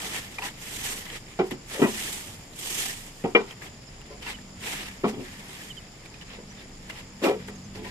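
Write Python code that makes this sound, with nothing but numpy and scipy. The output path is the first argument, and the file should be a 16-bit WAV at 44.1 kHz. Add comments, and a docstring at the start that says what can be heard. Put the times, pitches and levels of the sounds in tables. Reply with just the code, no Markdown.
"""A twig broom sweeps dry leaves over concrete: showers of tiny clicks, shaped by filters into hiss and scrape.
The leaves go into a tin dustpan, whose knocks are short rattles that make a set of tin tones ring.
Twigs and leaves snap as bursts of cracks; knocks and snaps leave a few dull echoes.
Behind are an insect chorus (clicks in broad resonances), far birds (sliding whistles), a low hum
(wandering sines), deep steady tones (noise in narrow resonances) and distant traffic (smooth noise)."""
import sys
import numpy as np
from scipy import signal
from scipy.io import wavfile
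from scipy.ndimage import uniform_filter1d, minimum_filter1d

SR = 44100
rng = np.random.default_rng(int(sys.argv[2]) if len(sys.argv) > 2 else 0)


def nominal_scale(level):
    """Amplitude ratio for a level in decibels (scalar or array-like)."""
    x = np.asarray(level, float) / 20
    return 10 ** x


def transcribe(u):
    """Save the signal u as a 16-bit wav file named by the first command-line argument.

    u: samples, shape (n,) or (channels, n), limited to [-1, 1]; the rate is SR.
    q: integer samples, one column per channel.
    """
    v = np.clip(np.atleast_2d(u).T, -1, 1)
    q = np.round(v * 32767).astype(np.int16)
    wavfile.write(sys.argv[1], SR, q)


N = 348390   # length in samples
SLOW = 40    # slow levels have one value every so many samples
LEFT_LAG_SAMPLES = 7   # the work is nearer the right microphone

# tone colour of distant traffic and air: [f/Hz, relative level per hertz/dB]
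AIR_COLOUR = [(20, -11), (28, -6), (36, -9), (70, -10), (120, -4), (200, -8.5), (400, -15), (900, -19.5),
              (1500, -25), (2300, -22), (3200, -27), (4000, -32), (8500, -50), (14500, -60)]
# loudness of the wavering hum, before the level of each harmonic: [t/s, level/dB]
HUM_LEVEL = [(0, -57.5), (4.1, -72), (4.4, -52), (4.7, -52.5), (5.2, -56.5), (5.7, -57), (6.1, -60.5),
             (6.4, -52), (6.9, -55.5), (7.2, -54), (7.42, -43), (7.62, -46), (7.82, -44.5), (7.9, -42)]
# harmonics of the hum: [multiple of the base pitch, relative level/dB]
HUM_HARMONICS = [(2, -7.5), (3, -9), (4, -1), (5, -7)]
# deep steady tones of far machinery: [f/Hz, level/dB]
DEEP_TONES = [(26, -55), (52, -59)]
# insect chorus: [f/Hz, width of each resonance/Hz, middle level/dB, clicks per second]
INSECT_GROUPS = [(5080, 1050, -57, 1500), (7050, 850, -56.5, 1500), (9900, 1600, -68, 1500)]
# far bird notes: [t/s, start f/Hz, end f/Hz, level/dB, left over right/dB]
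BIRD_NOTES = [(3.868, 5500, 4900, -50, -10), (4.335, 3120, 2860, -42.5, -10), (5.622, 3200, 2850, -50, -4),
              (5.696, 3300, 2820, -36.5, -6), (5.766, 3280, 2900, -38, -6), (6.497, 5800, 6000, -52, -11),
              (6.578, 3600, 3520, -51, 6), (7.545, 6800, 6240, -51, -10), (7.635, 6300, 6100, -52, -9)]
# snaps of twigs and leaves:
# [t/s, level of the ringing/dB, f/Hz, relative treble before a common cut/dB, left over right/dB]
SNAP_EVENTS = [(0.162, -28, 1980, 10, -1), (0.3849, -24.5, 2430, -25, -8), (0.421, -28, 2740, -9, 0.0),
               (1.065, -32, 1990, -14, 9), (1.1006, -32, 3100, -3, 3), (1.166, -30, 3000, -30, -3),
               (1.5095, -26, 1960, 3, 1), (2.5344, -41, 4060, 4, -4), (3.5089, -31, 3180, -27, -9),
               (3.5257, -33, 1920, -20, 3), (3.618, -35, 1720, -10, 9), (4.0148, -36.5, 2830, -4, 0.5),
               (4.2274, -32, 3070, -20, 7), (4.2656, -29, 2720, -25, -4), (4.3864, -36, 1810, -6, 5),
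               (5.0914, -36, 2620, -3, 0.5), (6.0581, -35, 2300, -2, -3), (6.1414, -38.5, 2420, -17, -10),
               (6.2124, -37, 2950, -7, -10), (6.8992, -28.5, 2070, -16, 4), (6.908, -34, 2800, -20, -8),
               (6.929, -38, 2010, -16, 2), (6.9582, -45, 2100, -20, -7), (7.2404, -21.5, 2800, -33, -12),
               (7.4839, -30.5, 1800, -17, 2), (7.8478, -32, 1900, -14, 6)]
# knocks of the dustpan:
# [t/s, level before a common cut/dB, rattle length/ms, hardness f/Hz, struck panel f/Hz]
PAN_KNOCKS = [(.383, -25.5, 3.4, 2570, 860), (0.418, -29.5, 58, 1830, 1000), (1.39, -11, 26, 840, 352),
              (1.511, -24, 21, 477, 300), (1.735, -29.5, 140, 1200, 530), (1.793, -18, 7.5, 500, 385),
              (1.816, -7, 38, 1020, 300), (3.24, -15, 20.4, 685, 294), (3.349, -4, 14.5, 2140, 435),
              (4.099, -37, 48, 800, 564), (4.262, -36, 36, 1800, 970), (5.035, -22, 4.5, 1500, 404),
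              (5.04, -12, 21, 830, 257), (5.087, -30, 13, 900, 300), (5.13, -27.5, 29, 394, 250),
              (5.169, -27, 60, 500, 265), (6.384, -37, 13, 700, 480), (7.218, -22, 55, 786, 426),
              (7.237, -13.5, 59, 970, 494), (7.287, -18.5, 56, 595, 496), (7.482, -34, 27, 1380, 485),
              (7.751, -32.5, 116, 900, 376), (7.847, -36, 21, 1400, 850)]
# tones of the dustpan when free, before chance shifts them:
# [f/Hz, relative level/dB, time to fall by 60 dB/s]
PAN_TONES = [(132, -11, 0.3), (214, -9, 0.44), (260.6, -7, .2), (300, -8, 0.15), (362.7, -4, 0.22),
             (411.4, -2, 0.22), (465.3, -5.5, 0.19), (541, -8, 0.19), (657, -12, 0.16), (729, -4, 0.18),
             (860, 6.5, 0.049), (954, 0.5, 0.13), (1044, -13.5, 0.21), (1200, -0.5, 0.079),
             (1339, 11.5, 0.028), (1500, -10.5, 0.16), (1570, -7, 0.14), (1957, 11, 0.071),
             (1996, 8.5, 0.043), (2300, 9.5, 0.03), (2370, 18.5, 0.051), (2660, -1, 0.052),
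             (2950, 17, 0.039), (3237, 14, 0.049), (3600, 3, 0.033)]
# tone colour of twigs on concrete: [f/Hz, relative level per hertz/dB]
HISS_COLOUR = [(1760, -15), (3000, 5), (3530, 0), (4400, -3.5), (7750, 3), (10800, -6), (13700, -2),
               (14700, -10), (15000, -56)]
# tone colour of scraping leaves: [f/Hz, relative level per hertz/dB]
SCRAPE_COLOUR = [(590, -38), (1000, -11), (1260, -20), (1560, -1.5), (1800, 5.5), (1910, 5.5), (2710, 2.5),
                 (3520, 0), (4400, -8), (5000, -3), (6500, -32), (11000, -120)]
# tone colour of dragged tin: [f/Hz, relative level per hertz/dB]
RUMBLE_COLOUR = [(88, -49), (150, -5), (402, 1.5), (631, -9), (982, 3.5), (1230, -5), (1300, -13),
                 (1690, -51), (2860, -120)]
# long strokes of the broom, then the leaves sliding out of the pan:
# [touch t/s, strongest t/s, lift t/s, hiss level/dB, scrape level/dB]
STROKES = [(-.3, 0.042, 0.46, -37.5, -37), (0.548, 0.87, 0.98, -33.5, -36.5),
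           (1.64, 2.058, 2.28, -32.5, -36.5), (2.524, 2.815, 2.845, -28, -34.5),
           (4.552, 4.672, 4.812, -36, -32), (5.108, 5.7, 5.64, -48.5, -45)]
# short rustles and drags: [strongest t/s, rise/ms, fall/ms, scrape level/dB, hiss level/dB]
SHORT_RUSTLES = [(0.164, 77, 80, -32, -35), (.3, 260, 130, -47, -51), (.39, 16, 35, -42, -44),
                 (.457, 57, 73, -35, -36.5), (1.164, 200, 33, -38, -43), (1.065, 15, 40, -52, -57),
                 (1.29, 40, 260, -50.5, -57), (1.47, 45, 60, -54, -49.5), (1.514, 12, 40, -35.5, -43),
                 (1.715, 20, 60, -38, -53), (1.76, 60, 110, -39, -63), (3.066, 36, 86, -50, -50),
                 (3.514, 120, 59, -44.5, -54), (3.625, 15, 92, -42.5, -50.5), (3.675, 86, 34, -43.5, -52),
                 (4.13, 85, 200, -50.5, -62), (4.226, 25, 56, -44, -52), (4.285, 60, 96, -33.5, -41),
                 (5.095, 54, 45, -41, -44), (6.06, 64, 27, -49.5, -59), (6.17, 88, 30, -55, -71),
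                 (6.22, 17, 30, -45, -58), (6.33, 75, 74, -40.5, -60), (6.6, 170, 87, -48, -64),
                 (6.9, 12, 23, -38, -48), (6.99, 190, 58, -42.5, -53), (7.246, 35, 97, -29.5, -35),
                 (7.29, 75, 42, -33.5, -54), (7.4, 67, 120, -50, -62), (7.48, 18, 33, -52, -47),
                 (7.76, 33, 100, -44.5, -53), (7.85, 25, 130, -41.5, -48.5)]
# how alike the two microphones hear a sound: [f/Hz, likeness from 0 to 1]
EAR_LIKENESS = [(60, 1), (150, 0.98), (300, 0.93), (640, 0.47), (1400, 0.1), (3000, 0.26), (6000, 0),
                (15000, 0)]
# balance of the two microphones: [f/Hz, left over right/dB]
EAR_BALANCE = [(60, -3.5), (180, 1.5), (550, -1.5), (1650, 4), (4970, -5.5), (15000, -2)]


def rms_one(x):
    """Scales a sound to an average (rms) strength of 1."""
    return x / np.sqrt(np.mean(x ** 2) + 1e-20)


def at_hz(points, hz):
    """Reads a table between its points, with pitch on a log scale."""
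    table_hz, values = np.transpose(points)
    return np.interp(np.log(hz), np.log(table_hz), values)


def drift(rate_hz):
    """Random wander of spread 1, made of noise smoothed twice; a higher rate wanders faster."""
    r = np.exp(-2 * np.pi * rate_hz * SLOW / SR)
    noise = rng.standard_normal(N // SLOW + 2002)
    return rms_one(signal.lfilter([1], [1, -2 * r, r * r], noise)[2000:])   # skips the filter's start


def slow_gain(db):
    """Turns a slow level in dB into a gain at every sample."""
    return np.interp(np.arange(N) / SLOW, np.arange(len(db)), nominal_scale(db))


def together_db(levels_db):
    """Level of unrelated sounds heard at once: their powers add."""
    return 10 * np.log10(np.sum(nominal_scale(2 * np.array(levels_db)), axis=0))


def grains(per_s, spread_db, size):
    """Clicks at random moments, of uneven size and sign."""
    sizes = nominal_scale(spread_db * np.minimum(rng.exponential(1, size), 5)) * rng.choice([-1, 1], size)
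    return sizes * (rng.random(size) < per_s / SR) + 1e-18


def ring(x, hz, t60):
    """Each click starts a sine that falls by 60 dB in t60 seconds, like a struck object."""
    r = nominal_scale(-60 / (max(t60, .001) * SR))
    w = 2 * np.pi * hz / SR
    return signal.lfilter([0, np.sin(w)], [1, -2 * r * np.cos(w), r * r], x)


def add(out, s, sound, pan_db):
    """Lays a short sound into the mix at s seconds, with left over right in dB."""
    at = round(s * SR)
    placed = sound * nominal_scale([[pan_db / 2], [-pan_db / 2]])
    out[:, at:at + sound.shape[1]] += placed[:, :N - at]


def coloured(source, spectrum, patchy_db, lag, step):
    """Splits four unrelated noises into pitch bands (step in octaves), each with a wandering level; rms 1."""
    out, together = 0, drift(4.1)
    low_end, high_end = spectrum[0][0], spectrum[-1][0]
    octaves = np.arange(0, np.log2(high_end / low_end) + step, step)
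    edges = np.minimum(low_end * 2 ** octaves, 16000)
    for k, (low, high) in enumerate(zip(edges, edges[1:])):
        hz = np.sqrt(low * high)
        if at_hz(spectrum, hz) < -40:   # too weak to matter
            continue
        band = signal.butter(2, [low, high], "band", fs=SR, output="sos")
        near, wide = signal.sosfilt(band, source[k % 2])   # neighbouring bands use different noises
        alike = np.clip(at_hz(EAR_LIKENESS, hz), 0, 1)
        both = np.sqrt(1 + alike) * near + np.sqrt(1 - alike) * wide * [[1], [-1]]
        both = np.array([np.roll(both[0], lag), both[1]])
        tilt = nominal_scale(at_hz(EAR_BALANCE, hz) * np.array([[.5], [-.5]]))
        wander = patchy_db * (0.65 * together + drift(19.5))
        out = out + both * tilt * slow_gain(at_hz(spectrum, hz) + wander)
    return rms_one(out)


def traffic():
    """Smooth noise, shaped by filters, for distant traffic and air."""
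    noise = rng.standard_normal((2, 2, N))
    return nominal_scale(-47.5) * coloured(noise, AIR_COLOUR, 0.83, lag=0, step=1 / 2)


def low_hum():
    """A few harmonics of one low pitch; the pitch, phases and levels wander."""
    base_hz = 48.13
    phase = 2 * np.pi * np.cumsum(base_hz * slow_gain(0.0806 * drift(2.35))) / SR
    hum = 0
    for order, db in HUM_HARMONICS:
        level = slow_gain(db + 1.7 * drift(7.1))
        phase_wander = 1.45 * np.log(slow_gain(8 * drift(3.8)))
        hum = hum + level * np.sqrt(2) * np.sin(order * phase + phase_wander)
    s, db = np.transpose(HUM_LEVEL)
    return nominal_scale(np.interp(np.arange(N) / SR, s, db)) * hum


def machinery():
    """Noise through very narrow resonances gives deep steady tones."""
    out = 0
    for hz, db in DEEP_TONES:
        tone = ring(rng.standard_normal(2 * N), hz, 3.8)[N:]   # keeps the part that has built up
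        out = out + nominal_scale(db) * rms_one(tone)
    return out


def insects():
    """Many singers at once: dense clicks, twice through a broad resonance, with a wavering level."""
    out = 0
    for hz, width_hz, db, per_s in INSECT_GROUPS:
        t60 = np.log(1000) / (np.pi * width_hz)   # a broad resonance dies fast
        clicks = grains(per_s, 0.74, size=(2, N))
        chorus = ring(ring(clicks, hz, t60), hz, t60)
        level = slow_gain(db + 0.65 * drift(11.0) + 1.0 * drift(23))
        out = out + level * rms_one(chorus)
    return out


def birds():
    """Short whistles: sines that slide in pitch under a rounded swell."""
    out = np.zeros((2, N))
    note_ms = 29.3
    length = round(note_ms * SR / 1000)
    for s, start_hz, end_hz, db, pan_db in BIRD_NOTES:
        phase = 2 * np.pi * np.cumsum(np.linspace(start_hz, end_hz, length)) / SR
        note = np.sin(phase) * np.hanning(length) ** 0.44
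        add(out, s, nominal_scale(db) * np.array([note, note]), pan_db)
    return out


def echoes(x):
    """Fourteen dull delayed copies per ear at random moments, weaker the later they come."""
    dull = signal.sosfilt(signal.butter(1, 2500, fs=SR, output="sos"), x[::-1])   # the ears swap
    out = np.zeros_like(x)
    for side, lags_s in enumerate(rng.uniform(0.003976, 0.1, (2, 14))):
        for lag_s in lags_s:
            lag = round(lag_s * SR)
            fade = nominal_scale(-60 * lag_s / 0.28)
            out[side, lag:] += fade * rng.choice([-1, 1]) * dull[side, :N - lag]
    return out


def snaps():
    """A tiny burst of cracks makes a twig or leaf ring very briefly and spits some treble."""
    out, ms = np.zeros((2, N)), np.arange(SR // 10) * 1000 / SR
    crackle_ms = 2.3
    treble = signal.butter(2, 4500, "high", fs=SR, output="sos")
    for s, body_db, hz, treble_db, pan_db in SNAP_EVENTS:
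        noise = rng.standard_normal(len(ms)) + 0.47 * rng.standard_normal((2, len(ms)))   # shared + own
        cracks = noise * np.exp(-ms / crackle_ms)
        cracks[:, 0] = 1.1   # a definite first crack
        body = ring(cracks, hz, 0.019)
        body = body + 0.62 * ring(cracks, 1.58 * hz, 0.0041) + 0.37 * ring(cracks, 0.51 * hz, 0.017)
        spit = signal.sosfilt(treble, cracks)
        sound = body / np.abs(body).max() + nominal_scale(treble_db - 4.0) * spit / np.abs(spit).max()
        add(out, s, nominal_scale(body_db) * sound, pan_db)
    return out


def contacts(ms, rattle_ms, hard_hz):
    """The force of one knock: a short rattle of touches, duller when the contact is soft."""
    grit_db, grit_hz = -21, 4000   # hard grit in every contact, however soft
    force = grains(2500, 2.5, size=len(ms))
    force[0] = 6   # the first touch
    rise_ms = 900 / hard_hz   # soft contacts build slowly
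    build = 1 - np.exp(-(ms + .3) / rise_ms)
    force = force * build * np.exp(-(ms / max(rattle_ms, .5)) ** 2)
    soft = signal.sosfilt(signal.butter(2, hard_hz, fs=SR, output="sos"), force)
    return signal.sosfilt(signal.butter(2, grit_hz, fs=SR, output="sos"), soft + nominal_scale(grit_db) * force)


def dustpan():
    """Each knock makes dented tin ring; its tones come in pairs and shift with the grip."""
    out, ms = np.zeros((2, N)), np.arange(SR // 4) * 1000 / SR
    free_ring = 0.89   # share of its free ringing time that the held pan keeps
    for s, knock_db, rattle_ms, hard_hz, panel_hz in PAN_KNOCKS:
        force = contacts(ms, rattle_ms, hard_hz)
        tin = 0
        chances = rng.standard_normal((len(PAN_TONES), 6))
        for (hz, db, t60), (shift, split, *faces) in zip(PAN_TONES, chances):
            pair = []
            for side in (-1, 1):
                tone_hz = hz * (1 + 0.016 * shift + side * 0.028 * (1 + 0.54 * split))
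                sign = side if hz > 680 else 1   # the halves of a high pair swing in opposition
                pair.append(sign * ring(force, tone_hz, t60 * free_ring))
            near_db = 9.3 * np.exp(-(np.log2(hz / panel_hz) / 0.33) ** 2)   # the struck panel speaks up
            face_db = 3 * np.reshape(faces, (2, 2))   # each ear hears its own face
            tin = tin + nominal_scale(db + near_db + face_db) @ np.array(pair)
        small = signal.butter(4, 0.5 * panel_hz, "high", fs=SR, output="sos")   # small panels lack deep bass
        tin = signal.sosfilt(small, [np.roll(tin[0], LEFT_LAG_SAMPLES), tin[1]])
        loudest = np.sqrt(uniform_filter1d(np.mean(tin ** 2, axis=0), size=400).max())   # over about 9 ms
        add(out, s, nominal_scale(knock_db - 5.5) * tin / loudest, pan_db=1)
    return out


def stroke_shape(t, touch, top, lift):
    """Level in dB over one stroke: the twigs touch, press hardest, sag and lift; leaves go on settling."""
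    touch_s, touch_db = 0.068, -9.5   # the twigs settle this fast, this far under the strongest moment
    sag_db_per_s, lift_db_per_s = 45, 102   # fading after the strongest moment, and after the lift
    trail_db, trail_db_per_s = -15, 32   # the settling leaves
    rise = np.interp(t, [touch - touch_s, touch, touch + touch_s, top], [-90, -30, touch_db, 0])
    sag = -sag_db_per_s * np.clip(t - top, 0, lift - top)
    fade = sag - lift_db_per_s * np.maximum(t - lift, 0)
    trail = trail_db - trail_db_per_s * np.abs(t - top)
    return rise + together_db([fade, trail])


def effort():
    """Slow levels in dB of hiss, scrape and rumble, built from strokes, rustles and knocks."""
    floor_scrape_db, floor_hiss_db = -59.5, -63.5   # steady faint background scrape and hiss
    edge_db, roundness = 20.5, 1.21   # level lost over a rise or a fall; power that rounds the top
    shiver_db, shiver_db_per_s = -22, 186   # the load shivers after a knock, relative to the knock
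    debris_db = -7.5   # grit thrown up by a knock scrapes, relative to the shiver
    tin_db = -6.5   # the tin rumbles under the scrape
    t = np.arange(N // SLOW + 2) * SLOW / SR
    hiss, scrape, shiver = [floor_hiss_db + 0 * t], [floor_scrape_db + 0 * t], []
    for touch, top, lift, hiss_db, scrape_db in STROKES:
        shape = stroke_shape(t, touch, top, lift)
        hiss.append(hiss_db + shape)
        scrape.append(scrape_db + shape)
    for top, rise_ms, fall_ms, scrape_db, hiss_db in SHORT_RUSTLES:
        distance = 1000 * np.maximum((top - t) / rise_ms, (t - top) / fall_ms)
        shape = -edge_db * distance ** roundness
        hiss.append(hiss_db + shape)
        scrape.append(scrape_db + shape)
    for s, knock_db, *_ in PAN_KNOCKS:
        dying = knock_db + shiver_db - shiver_db_per_s * (t - s)
        shiver.append(np.where(t > s, dying, -200))
    scrape_db = together_db(scrape)
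    rumble_db = together_db([tin_db + scrape_db] + shiver)
    scrape_and_debris_db = together_db([scrape_db, debris_db + together_db(shiver)])
    return together_db(hiss), scrape_and_debris_db, rumble_db


def broom():
    """Twigs hiss on concrete, leaves scrape in coarser grains, and the tin rumbles as it is dragged."""
    hiss_db, scrape_db, rumble_db = effort()
    catch = slow_gain(1.4 * drift(30))   # the twigs catch and slip together
    fine = catch * grains(6000, 1.9, size=(2, 2, N))
    coarse = catch * grains(2500, 2.53, size=(2, 2, N))
    lag = LEFT_LAG_SAMPLES
    hiss = slow_gain(hiss_db) * coloured(fine, HISS_COLOUR, 0.79, lag, step=1 / 3)
    scrape = slow_gain(scrape_db) * coloured(coarse, SCRAPE_COLOUR, 1.8, lag, step=1 / 4)
    rumble = slow_gain(rumble_db) * coloured(coarse[::-1], RUMBLE_COLOUR, 0.96, lag, step=1 / 2)
    return hiss + scrape + rumble


def scene():
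    """Adds up everything in the lane, with echoes of the knocks and snaps."""
    lane = traffic() + low_hum() + machinery()
    struck = dustpan() + snaps()
    return lane + insects() + birds() + struck + nominal_scale(-24) * echoes(struck) + broom()


def limiter(x):
    """Turns the gain down smoothly around peaks that would pass the limit."""
    limit, span_ms = .86, 8
    span = round(span_ms * SR / 1000)
    needed = np.minimum(1, limit / (np.abs(x).max(axis=0) + 1e-9))
    return x * uniform_filter1d(minimum_filter1d(needed, size=2 * span), size=span)


def band_limit(x):
    """A steep low-pass at the top of the band."""
    return signal.sosfilt(signal.butter(12, 15620, fs=SR, output="sos"), x)


def record(dry):
    """A pair of phone microphones: peaks are held down and the highest treble is cut off."""
    limited = limiter(dry)
    top_cut = signal.cheby2(14, 60, 14900, fs=SR, output="sos")   # 60 dB down from 14900 Hz up
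    mix = signal.sosfilt(top_cut, limited)
    return band_limit(mix)


dry = scene()
out = record(dry)
transcribe(out)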